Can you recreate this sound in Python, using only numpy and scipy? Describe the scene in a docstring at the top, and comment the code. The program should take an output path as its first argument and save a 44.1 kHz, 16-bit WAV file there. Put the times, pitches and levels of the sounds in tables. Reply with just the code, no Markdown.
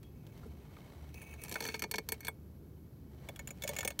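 """On a kayak, close to the plastic rudder lever: a hand swings it forward, rests, and pulls it back.
Friction in the pivot passes from smooth sliding to a creak, then to stick-slip clicks that excite the
damped modes of the lever and its housing. Loose play in the linkage clacks. A faint high ping opens
the scene and soft knocks sound on the hull, over a low outdoor rumble."""
import sys
import numpy as np
from scipy import signal
from scipy.fft import rfft, irfft
from scipy.io import wavfile
from scipy.ndimage import uniform_filter1d

SR = 44100
rng = np.random.default_rng(int(sys.argv[2]) if len(sys.argv) > 2 else 0)


def put_to_file(sound):
    """Save the sound as 16-bit audio at rate SR, in the file named by the first command-line argument."""
    columns = np.atleast_2d(sound).T  # one column per channel
    safe = np.clip(columns, -1, 1)
    whole_steps = np.round(safe * 32767)
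    wavfile.write(sys.argv[1], SR, whole_steps.astype(np.int16))


N = 176400
T = np.arange(N) / SR
RING_TIME = np.arange(8192) / SR  # seconds since an impulse

# modes of lever and housing (frequency [Hz], t60 [s], relative level forward [dB], back [dB], clack [dB])
MODES = [(438, 0.11, -8.5, -14, -9), (584.4, 0.11, -27, -7.5, -24), (909, 0.047, -9.5, -7.5, -4),
         (1606, 0.032, -4.5, -11, 6), (1790, 0.054, -8.5, -4.5, -15), (2208.4, 0.066, 0.5, 0.5, 6),
         (2295, 0.018, -25, 0.5, 9), (2380, 0.091, -11, -32, -15), (3482, 0.038, -7.5, -10, -8),
         (4408, 0.051, -0.5, -17, -9), (6090, 0.068, -13.5, -18.5, -20), (6690, 0.064, -14.5, -15, -26),
         (8120, 0.07, -20.5, -27, -8), (11970, 0.011, -9, -11, -13), (14200, .028, -12, -15, -20)]
# spectra of the housing's dense, short-lived resonances on each swing (frequency [Hz], level [dB])
FORWARD_SPECTRUM = [(110, -27), (180, -1), (303, -8), (449, -5), (594, -13.5), (911, -11), (1120, -16.5),
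                    (1300, -5.5), (1450, -21.5), (1690, -4), (1990, -15), (2110, -25.5), (2230, 4.5),
                    (2450, -10.5), (2950, -12), (3420, -12.5), (3830, -12.5), (4360, -8.5), (4970, -12),
                    (6100, -10), (6700, -16), (8380, -14), (9550, -20.5), (11900, -14.5), (15500, -22)]
BACK_SPECTRUM = [(110, -11), (180, 6.5), (327, -0.5), (594, 6.5), (815, -2.5), (1400, -9), (1720, -4),
                 (1990, -11.5), (2230, 0.5), (2490, -2), (3060, -7.5), (3490, -6.5), (3760, -16.5),
                 (4050, -11.5), (4700, -13.5), (5160, -9.5), (6220, -13), (6820, -8), (7920, -13.5),
                 (9200, -15), (9730, -20.5), (10500, -16), (13900, -18.5), (14700, -18), (15500, -12.5)]
# boundaries between bass, middle, treble and top (frequency [Hz])
CROSSOVERS = [1100, 3000, 8000]


def stick_slip():
    """Stick-slip friction: the pivot holds, then lets go, and each release is an impulse."""
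    # slips of each swing, levels relative (time [s], top [dB], bass [dB], middle [dB], treble [dB],
    # ping frequency [Hz], ping level [dB], ring level [dB])
    forward = [(1.1415, -47.5, -55.5, -57, -52.5, 5950, 8, -5), (1.2156, -45, -76, -45.5, -60, 9670, 1, 4),
               (1.2242, -47, -59, -71, -74, 9650, -9, -1), (1.3374, -48, -61, -50, -58, 6690, 6, 2),
               (1.416, -45, -56, -62, -57, 9350, -7, -4), (1.4357, -32, -55, -47, -48, 9330, 3, -7),
               (1.4473, -44, -55, -49, -52, 9340, -9, -16), (1.4565, -49.5, -61, -54, -55, 6270, -7, -8),
               (1.4812, -44, -56, -47, -50, 9300, -9, -8), (1.493, -35, -58, -47, -50, 7410, 1, 0),
               (1.513, -37, -45.5, -42, -42.5, 5920, -9, -14), (1.5229, -33, -47.5, -41, -40, 5650, -9, -7),
               (1.5404, -35, -51, -44, -41, 4410, -9, 0), (1.6045, -32.5, -42.5, -33.5, -36, 4390, 2, 5),
               (1.6231, -41, -43, -39, -39.5, 4390, -12, 6), (1.639, -41, -48, -50, -36.5, 6120, 1, 10),
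               (1.6515, -35.5, -43.5, -33.5, -41.5, 4400, -14, -5),
               (1.664, -42, -48, -37, -38, 4430, -12, 11), (1.6747, -34, -48, -49, -44, 6140, 9, 7),
               (1.6866, -44, -42.5, -31.5, -37, 4430, -9, 6.5),
               (1.742, -45, -41, -30.5, -35.5, 4410, -26, 6), (1.793, -34, -57, -41.5, -41, 6300, 3, 0.5),
               (1.8205, -28.5, -43.5, -29, -35.5, 4410, 10, -2.5),
               (1.8381, -42, -40, -30.5, -37.5, 4420, -19, 2.5),
               (1.9121, -25.5, -48.5, -36.5, -34, 4420, -1, -0.5),
               (1.9392, -37, -38.5, -27.5, -36.5, 4410, -16, 2.5),
               (1.9565, -38, -60, -61, -36.5, 4420, -6, -2), (1.982, -33.5, -39, -29, -34, 4420, 1, 0.5),
               (2.0876, -26.5, -47, -38, -35, 4420, -9, 2.5),
               (2.12, -21.5, -39.5, -30.5, -37.5, 8170, -8, 3),
               (2.2052, -39, -76, -45.5, -51.5, 5960, 2, 14), (2.23, -59, -74, -46, -58, 4410, -9, 26),
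               (2.2477, -36.5, -53.5, -42, -43, 8190, -5, 5),
               (2.2684, -36, -54, -38.5, -41.5, 4420, -14, 2)]
    back = [(3.287, -34.5, -43, -37, -44, 3450, 8, -5.5), (3.3592, -38.5, -66, -46.5, -49, 3360, 15, -13),
            (3.3916, -37.5, -50.5, -36, -43, 6930, 4, 0.5), (3.473, -30, -57, -40.5, -41.5, 6990, 15, -9.5),
            (3.5054, -34, -52, -40, -42.5, 6940, 19, -11.5), (3.6206, -30, -56, -40, -37, 3480, -2, 4),
            (3.6359, -26, -43, -32.5, -36, 6970, -3, 2), (3.6755, -25.5, -63, -34.5, -33.5, 6920, 1, -4.5),
            (3.6901, -26, -38, -34.5, -36, 9080, -15, 11), (3.7639, -29, -66, -31.5, -36, 6900, 0, -1),
            (3.7859, -24, -40, -30.5, -32.5, 7360, -3.5, 0.5), (3.8062, -32, -50, -32.5, -33.5, 6920, 1, 1),
            (3.8479, -23, -36.5, -33, -33.5, 6350, -1, -2),
            (3.8752, -19.5, -42.5, -26.5, -33.5, 8710, -2.5, 0.5),
            (3.9034, -32, -46.5, -37.5, -43, 6500, 1, -6), (3.9904, -19, -43.5, -33, -28.5, 8670, 5, -15)]
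    return (clicks(forward, FORWARD_SPECTRUM, mode_column=2, ring_db=-5.5, level_db=-2.5, hold_s=.0015)
            + clicks(back, BACK_SPECTRUM, mode_column=3, ring_db=-1, level_db=-4, hold_s=.0031))


def linkage_clacks():
    """Backlash: the linkage takes up its play in hollow impacts."""
    # impacts, levels relative (time [s], top [dB], bass [dB], middle [dB], treble [dB],
    # ping frequency [Hz], ping level [dB], ring level [dB])
    impacts = [(.7656, -64, -57, -46.5, -59, 1240, 14, -6), (1.5554, -42, -38, -23, -37, 1780, 7, -8),
               (2.281, -23.5, -37, -23.5, -35, 3430, 3.5, -3.5), (3.829, -37, -44, -31, -43, 1750, 21, -16),
               (3.918, -56, -57, -49, -50, 4000, -17, 2)]
    # spectrum of a clack (frequency [Hz], level [dB])
    spectrum = [(120, 6.5), (450, -4.5), (900, 6.5), (1200, 7.5), (1520, 17.5), (1980, -3.5), (2300, 5),
                (2950, -8.5), (3450, -2), (4000, -5.5), (6500, -10), (11500, 3.5), (16000, -5.5)]
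    return clicks(impacts, spectrum, mode_column=4, ring_db=-3, level_db=-6.5, hold_s=.0013, lag_s=.00089)


def clicks(events, spectrum, mode_column, ring_db, level_db, hold_s, lag_s=.00055):
    """Impulse response: a crack through the housing, damped modes and one ping, weighted by band."""
    # trim of bass, middle, treble and top (gain [dB])
    band_trim = [-1, -9.5, -7.5, -13.5]
    detune, ping_t60, attack_s, bass_attack_s = .0013, .039, .00025, .002
    out, modes = np.zeros(N), np.array(MODES)[:, [0, 1, mode_column]]
    housing = rng.standard_normal(len(RING_TIME))  # common to all these clicks
    low_cut = signal.butter(3, 130, "high", fs=SR, output="sos")
    tail = undb(-25.5) * decay(t60=.086)
    for start, top, bass, middle, treble, ping_hz, ping_db, own_ring_db in events:
        grain = bands(colour(housing + rng.standard_normal(len(RING_TIME)), spectrum))
        sound = grain[0] * (decay(.052, hold_s) + tail)  # the bass outlasts the higher bands
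        sound += grain[1:].sum(axis=0) * (decay(.026, hold_s) + tail)
        for hz, t60, db in [*modes, (ping_hz, ping_t60, ping_db)]:
            phase = 2 * np.pi * (hz * (1 + detune * rng.standard_normal()) * RING_TIME + rng.random())
            sound += undb(db + ring_db + own_ring_db) * np.sin(phase) * decay(t60)
        parts = bands(antiresonances(sound * rise(attack_s)))
        parts[0] = signal.sosfilt(low_cut, parts[0] * rise(bass_attack_s))
        onset_rms = parts[:, RING_TIME < .02].std(axis=1)
        gains = undb(np.array([bass, middle, treble, top]) + band_trim + level_db) / onset_rms
        add(out, start + lag_s, gains @ parts)
    return out


def pivot_creak():
    """Relaxation oscillation: the pivot creaks, fast and squeaky going forward, slower coming back."""
    # envelope of each creak (time [s], level [dB])
    forward = [(1.12, -77), (1.15, -57), (1.23, -52), (1.25, -61.5), (1.33, -54.5), (1.36, -70.5),
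               (1.41, -54.5), (1.53, -58), (1.59, -55), (1.65, -55), (1.76, -54.5), (1.81, -89),
               (2.27, -85), (2.32, -87)]
    back = [(3.48, -104), (3.57, -60), (3.61, -78), (3.68, -54), (3.71, -50), (3.755, -52.5), (3.82, -59),
            (3.92, -69), (3.95, -82)]
    # resonances of the forward squeak (frequency [Hz], level [dB])
    squeak = [(820, -40.5), (1400, -12.5), (1600, -28.5), (1890, -6.5), (2030, -24), (2140, -15),
              (2250, 12.5), (2340, -11), (2560, 9.5), (2720, -4), (2890, -12), (3130, -22.5), (3640, -22),
              (5500, -32.5), (6140, -5), (7070, -19.5), (8060, -22), (9470, -10.5), (10900, -15.5),
              (13600, -23), (15500, -7.5)]
    return (microslips(forward, squeak, rate_hz=170, jitter=.3, t60=.019)
            + microslips(back, BACK_SPECTRUM, rate_hz=100, jitter=.12, t60=.021))


def pivot_grind():
    """Forced vibration: under load the creak coarsens and keeps the lever's upper modes ringing."""
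    # envelope of the grinding (time [s], relative level [dB])
    levels = [(1.48, -92), (1.53, -61), (1.59, -69), (1.63, -53), (1.69, -55), (1.73, -59), (1.765, -58),
              (1.79, -71), (2.0, -106), (2.13, -68), (2.19, -92), (2.26, -61), (2.31, -96)]
    rasp = microslips(levels, FORWARD_SPECTRUM, rate_hz=120, jitter=.25, t60=.038)
    lever = sum(undb(db) * np.sin(2 * np.pi * hz * RING_TIME) * decay(t60)
                for hz, t60, db, *_ in MODES if hz > CROSSOVERS[0])
    ring = unit(signal.fftconvolve(rng.standard_normal(N), lever)[:N]) * envelope(levels)
    return antiresonances(undb(1.5) * rasp + undb(-1) * ring)


def microslips(levels, spectrum, rate_hz, jitter, t60, scatter_db=3.5):
    """Source and filter: an uneven train of tiny slips, each a noise burst coloured by the housing."""
    spacing, strength = rng.standard_normal((1000, 2)).T
    starts = np.cumsum(np.exp(jitter * spacing)) / rate_hz
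    inside = starts < T[-1]
    pulses = np.zeros(N)
    pulses[(starts[inside] * SR).astype(int)] = undb(scatter_db * strength[inside])
    rasp = signal.fftconvolve(pulses, decay(t60))[:N] * rng.standard_normal(N)
    return colour(rasp, spectrum) * envelope(levels)


def antiresonances(x):
    """Antiresonance: the housing passes little between its modes."""
    # notches (frequency [Hz], width [Hz])
    notches = [(1100, 154), (1990, 150), (4900, 170)]
    for hz, width in notches:
        x = signal.lfilter(*signal.iirnotch(hz, hz / width, fs=SR), x)
    return x


def ping_and_hull_knocks(roughness=.31):
    """Damped oscillation: a faint high ping, then soft knocks on the hull, each around one pitch."""
    # the opening ping, then the knocks (time [s], level [dB], pitch [Hz], t60 [s])
    events = [(.04, -63.5, 3300, 0.17), (.431, -49, 1383, 0.05), (.457, -40, 435, 0.046),
              (.462, -42, 229, 0.067), (3.648, -36, 586, 0.08), (3.693, -43, 576, .07),
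              (3.704, -39, 613, .06), (3.722, -43, 520, 0.043), (3.8525, -22.5, 548, 0.025)]
    out, spread = np.zeros(N), 1.23 ** 4  # frequency ratio from the pitch to each noise skirt
    for start, db, hz, t60 in events:
        spectrum = [(hz / spread, -35), (hz, 0), (hz * spread, -40)]
        grain = colour(rng.standard_normal(len(RING_TIME)), spectrum)
        tone = np.sin(2 * np.pi * hz * RING_TIME) + roughness * grain
        add(out, start, undb(db) * tone * decay(t60) * rise(.0023))
    return out


def hand_ticks(t60=.041):
    """Brief contact has a broad spectrum: the hand touches the lever with faint, bright ticks."""
    # touches (time [s], level [dB])
    touches = [(0.03, -55.5), (0.267, -56.5), (.376, -57.5), (1.09, -61), (2.068, -71), (2.142, -49),
               (2.178, -64), (3.488, -50)]
    out, spectrum = np.zeros(N), [(500, -1), (3000, -2), (8000, -11), (16000, -10)]
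    for start, db in touches:
        grain = colour(rng.standard_normal(len(RING_TIME)), spectrum)
        add(out, start, undb(db) * decay(t60) * grain)
    return out


def pivot_slide(roughness_db=2.5):
    """Sliding friction: wet plastic rubs with a fine, uneven grain that makes the lever sing faintly."""
    # envelope of the sliding (time [s], level [dB])
    levels = [(0, -76), (.18, -77.5), (.38, -65), (.5, -68.5), (.85, -62), (1.1, -67.5), (1.6, -60.5),
              (1.85, -72.5), (2.25, -68), (2.36, -81.5), (3.05, -77.5), (3.25, -64), (3.55, -71.5),
              (3.62, -62), (3.72, -54), (3.82, -67), (3.91, -70), (3.95, -68.5)]
    # friction spectrum (frequency [Hz], level [dB])
    spectrum = [(300, 3), (600, 8), (900, 6), (1400, -1.5), (2000, -1.5), (2500, -7.5), (3700, -6.5),
                (5200, -12.5), (7000, -14.5), (10000, -16.5), (16000, -17.5)]
    # resonances that the sliding stirs (frequency [Hz], half-width [Hz], relative level [dB])
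    resonances = [(2200, 37, -13.5), (3075, 43, -15.5), (4010, 120, -20.5), (4390, 46, -21),
                  (5860, 120, -21.5), (8000, 180, -26)]
    flicker = unit(uniform_filter1d(rng.standard_normal(N), size=300))
    singing = sum(undb(db) * narrowband(hz, width) for hz, width, db in resonances)
    rubbing = colour(rng.standard_normal(N), spectrum)
    return (rubbing + singing) * undb(roughness_db * flicker) * envelope(levels)


def outdoors(drone_hz=74.9, width_hz=5.2):
    """Ambient noise: a swelling rumble and a wavering narrowband drone. Apart from them, a faint steady hiss
    runs through the whole scene."""
    # spectra of rumble and hiss (frequency [Hz], level [dB])
    rumble_spectrum = [(18, -43), (30, -30), (40, -22.5), (52, -7), (70, -7.5), (100, -7), (125, -5),
                       (155, -8.5), (200, -10.5), (300, -15), (400, -17.5), (520, -25), (700, -32.5),
                       (1100, -37.5), (1600, -41.5), (2400, -52.5), (5000, -48), (16000, -66)]
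    hiss_spectrum = [(1000, -17), (3000, -7.5), (4500, -13), (7500, -9.5), (9800, -9), (11900, 5),
                     (14000, -2), (15700, -0.5)]
    # swell of rumble and drone (time [s], gain [dB])
    swell = [(0, 0), (.45, 3), (.9, 0), (1.5, 1), (2.5, 0.5), (3, 0.5), (3.4, 2.5), (3.95, 0.5)]
    rumble = undb(-54.5) * colour(rng.standard_normal(N), rumble_spectrum)
    drone = narrowband(drone_hz, width_hz) + undb(-7.5) * narrowband(2 * drone_hz, width_hz)
    hiss = undb(-73.5) * colour(rng.standard_normal(N), hiss_spectrum)
    return (rumble + undb(-57.5) * drone) * envelope(swell) + hiss


def narrowband(hz, width_hz):
    """A resonance driven by noise: a wavering tone of rms 1."""
    f = np.fft.rfftfreq(N, 1 / SR)
    return unit(irfft(rfft(rng.standard_normal(N)) / (1 + ((f - hz) / width_hz) ** 2), N))


def colour(x, points):
    """Spectral shaping by (frequency [Hz], level [dB]) points, to rms 1."""
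    hz, db = np.array(points).T
    f = np.fft.rfftfreq(len(x), 1 / SR) + 1
    response = undb(np.interp(np.log(f), np.log(hz), db))
    return unit(irfft(rfft(x) * response, len(x)))


def bands(x):
    """Complementary filters: differences of low-passes give bass, middle, treble and top."""
    f, spectrum = np.fft.rfftfreq(2 * len(x), 1 / SR), rfft(x, 2 * len(x))
    low_passes = [0 * f] + [1 / (1 + (f / edge) ** 12) for edge in CROSSOVERS] + [1 + 0 * f]
    return irfft(np.diff(low_passes, axis=0) * spectrum)[:, :len(x)]


def decay(t60, hold_s=0):
    """Exponential damping after a hold: 60 dB down in t60 seconds."""
    return undb(-60 * np.maximum(RING_TIME - hold_s, 0) / t60)


def rise(attack_s):
    """First-order onset."""
    return 1 - np.exp(-RING_TIME / attack_s)


def envelope(points):
    """Amplitude envelope through (time [s], level [dB]) points."""
    return undb(np.interp(T, *np.array(points).T))


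def undb(db):
    """Decibels to amplitude ratio."""
    return 10 ** (np.asarray(db) / 20)


def unit(x):
    """Normalisation to rms 1."""
    return x / np.sqrt(np.mean(x ** 2) + 1e-30)


def add(out, start, x):
    """Superpose a sound at its start time."""
    i = max(int(start * SR), 0)
    out[i:i + len(x)] += x[:max(N - i, 0)]


def scene():
    """Superposition of lever, hull and background in one channel."""
    mechanism = stick_slip() + linkage_clacks() + pivot_creak() + pivot_grind()
    return (mechanism + ping_and_hull_knocks() + hand_ticks() + pivot_slide() + outdoors())[None]


def record(dry, cutoff_hz=15750):
    """Band limiting: a steep low-pass removes the highest treble."""
    return signal.sosfilt(signal.ellip(10, .2, 70, cutoff_hz, fs=SR, output="sos"), dry)


dry = scene()
out = record(dry)
put_to_file(out)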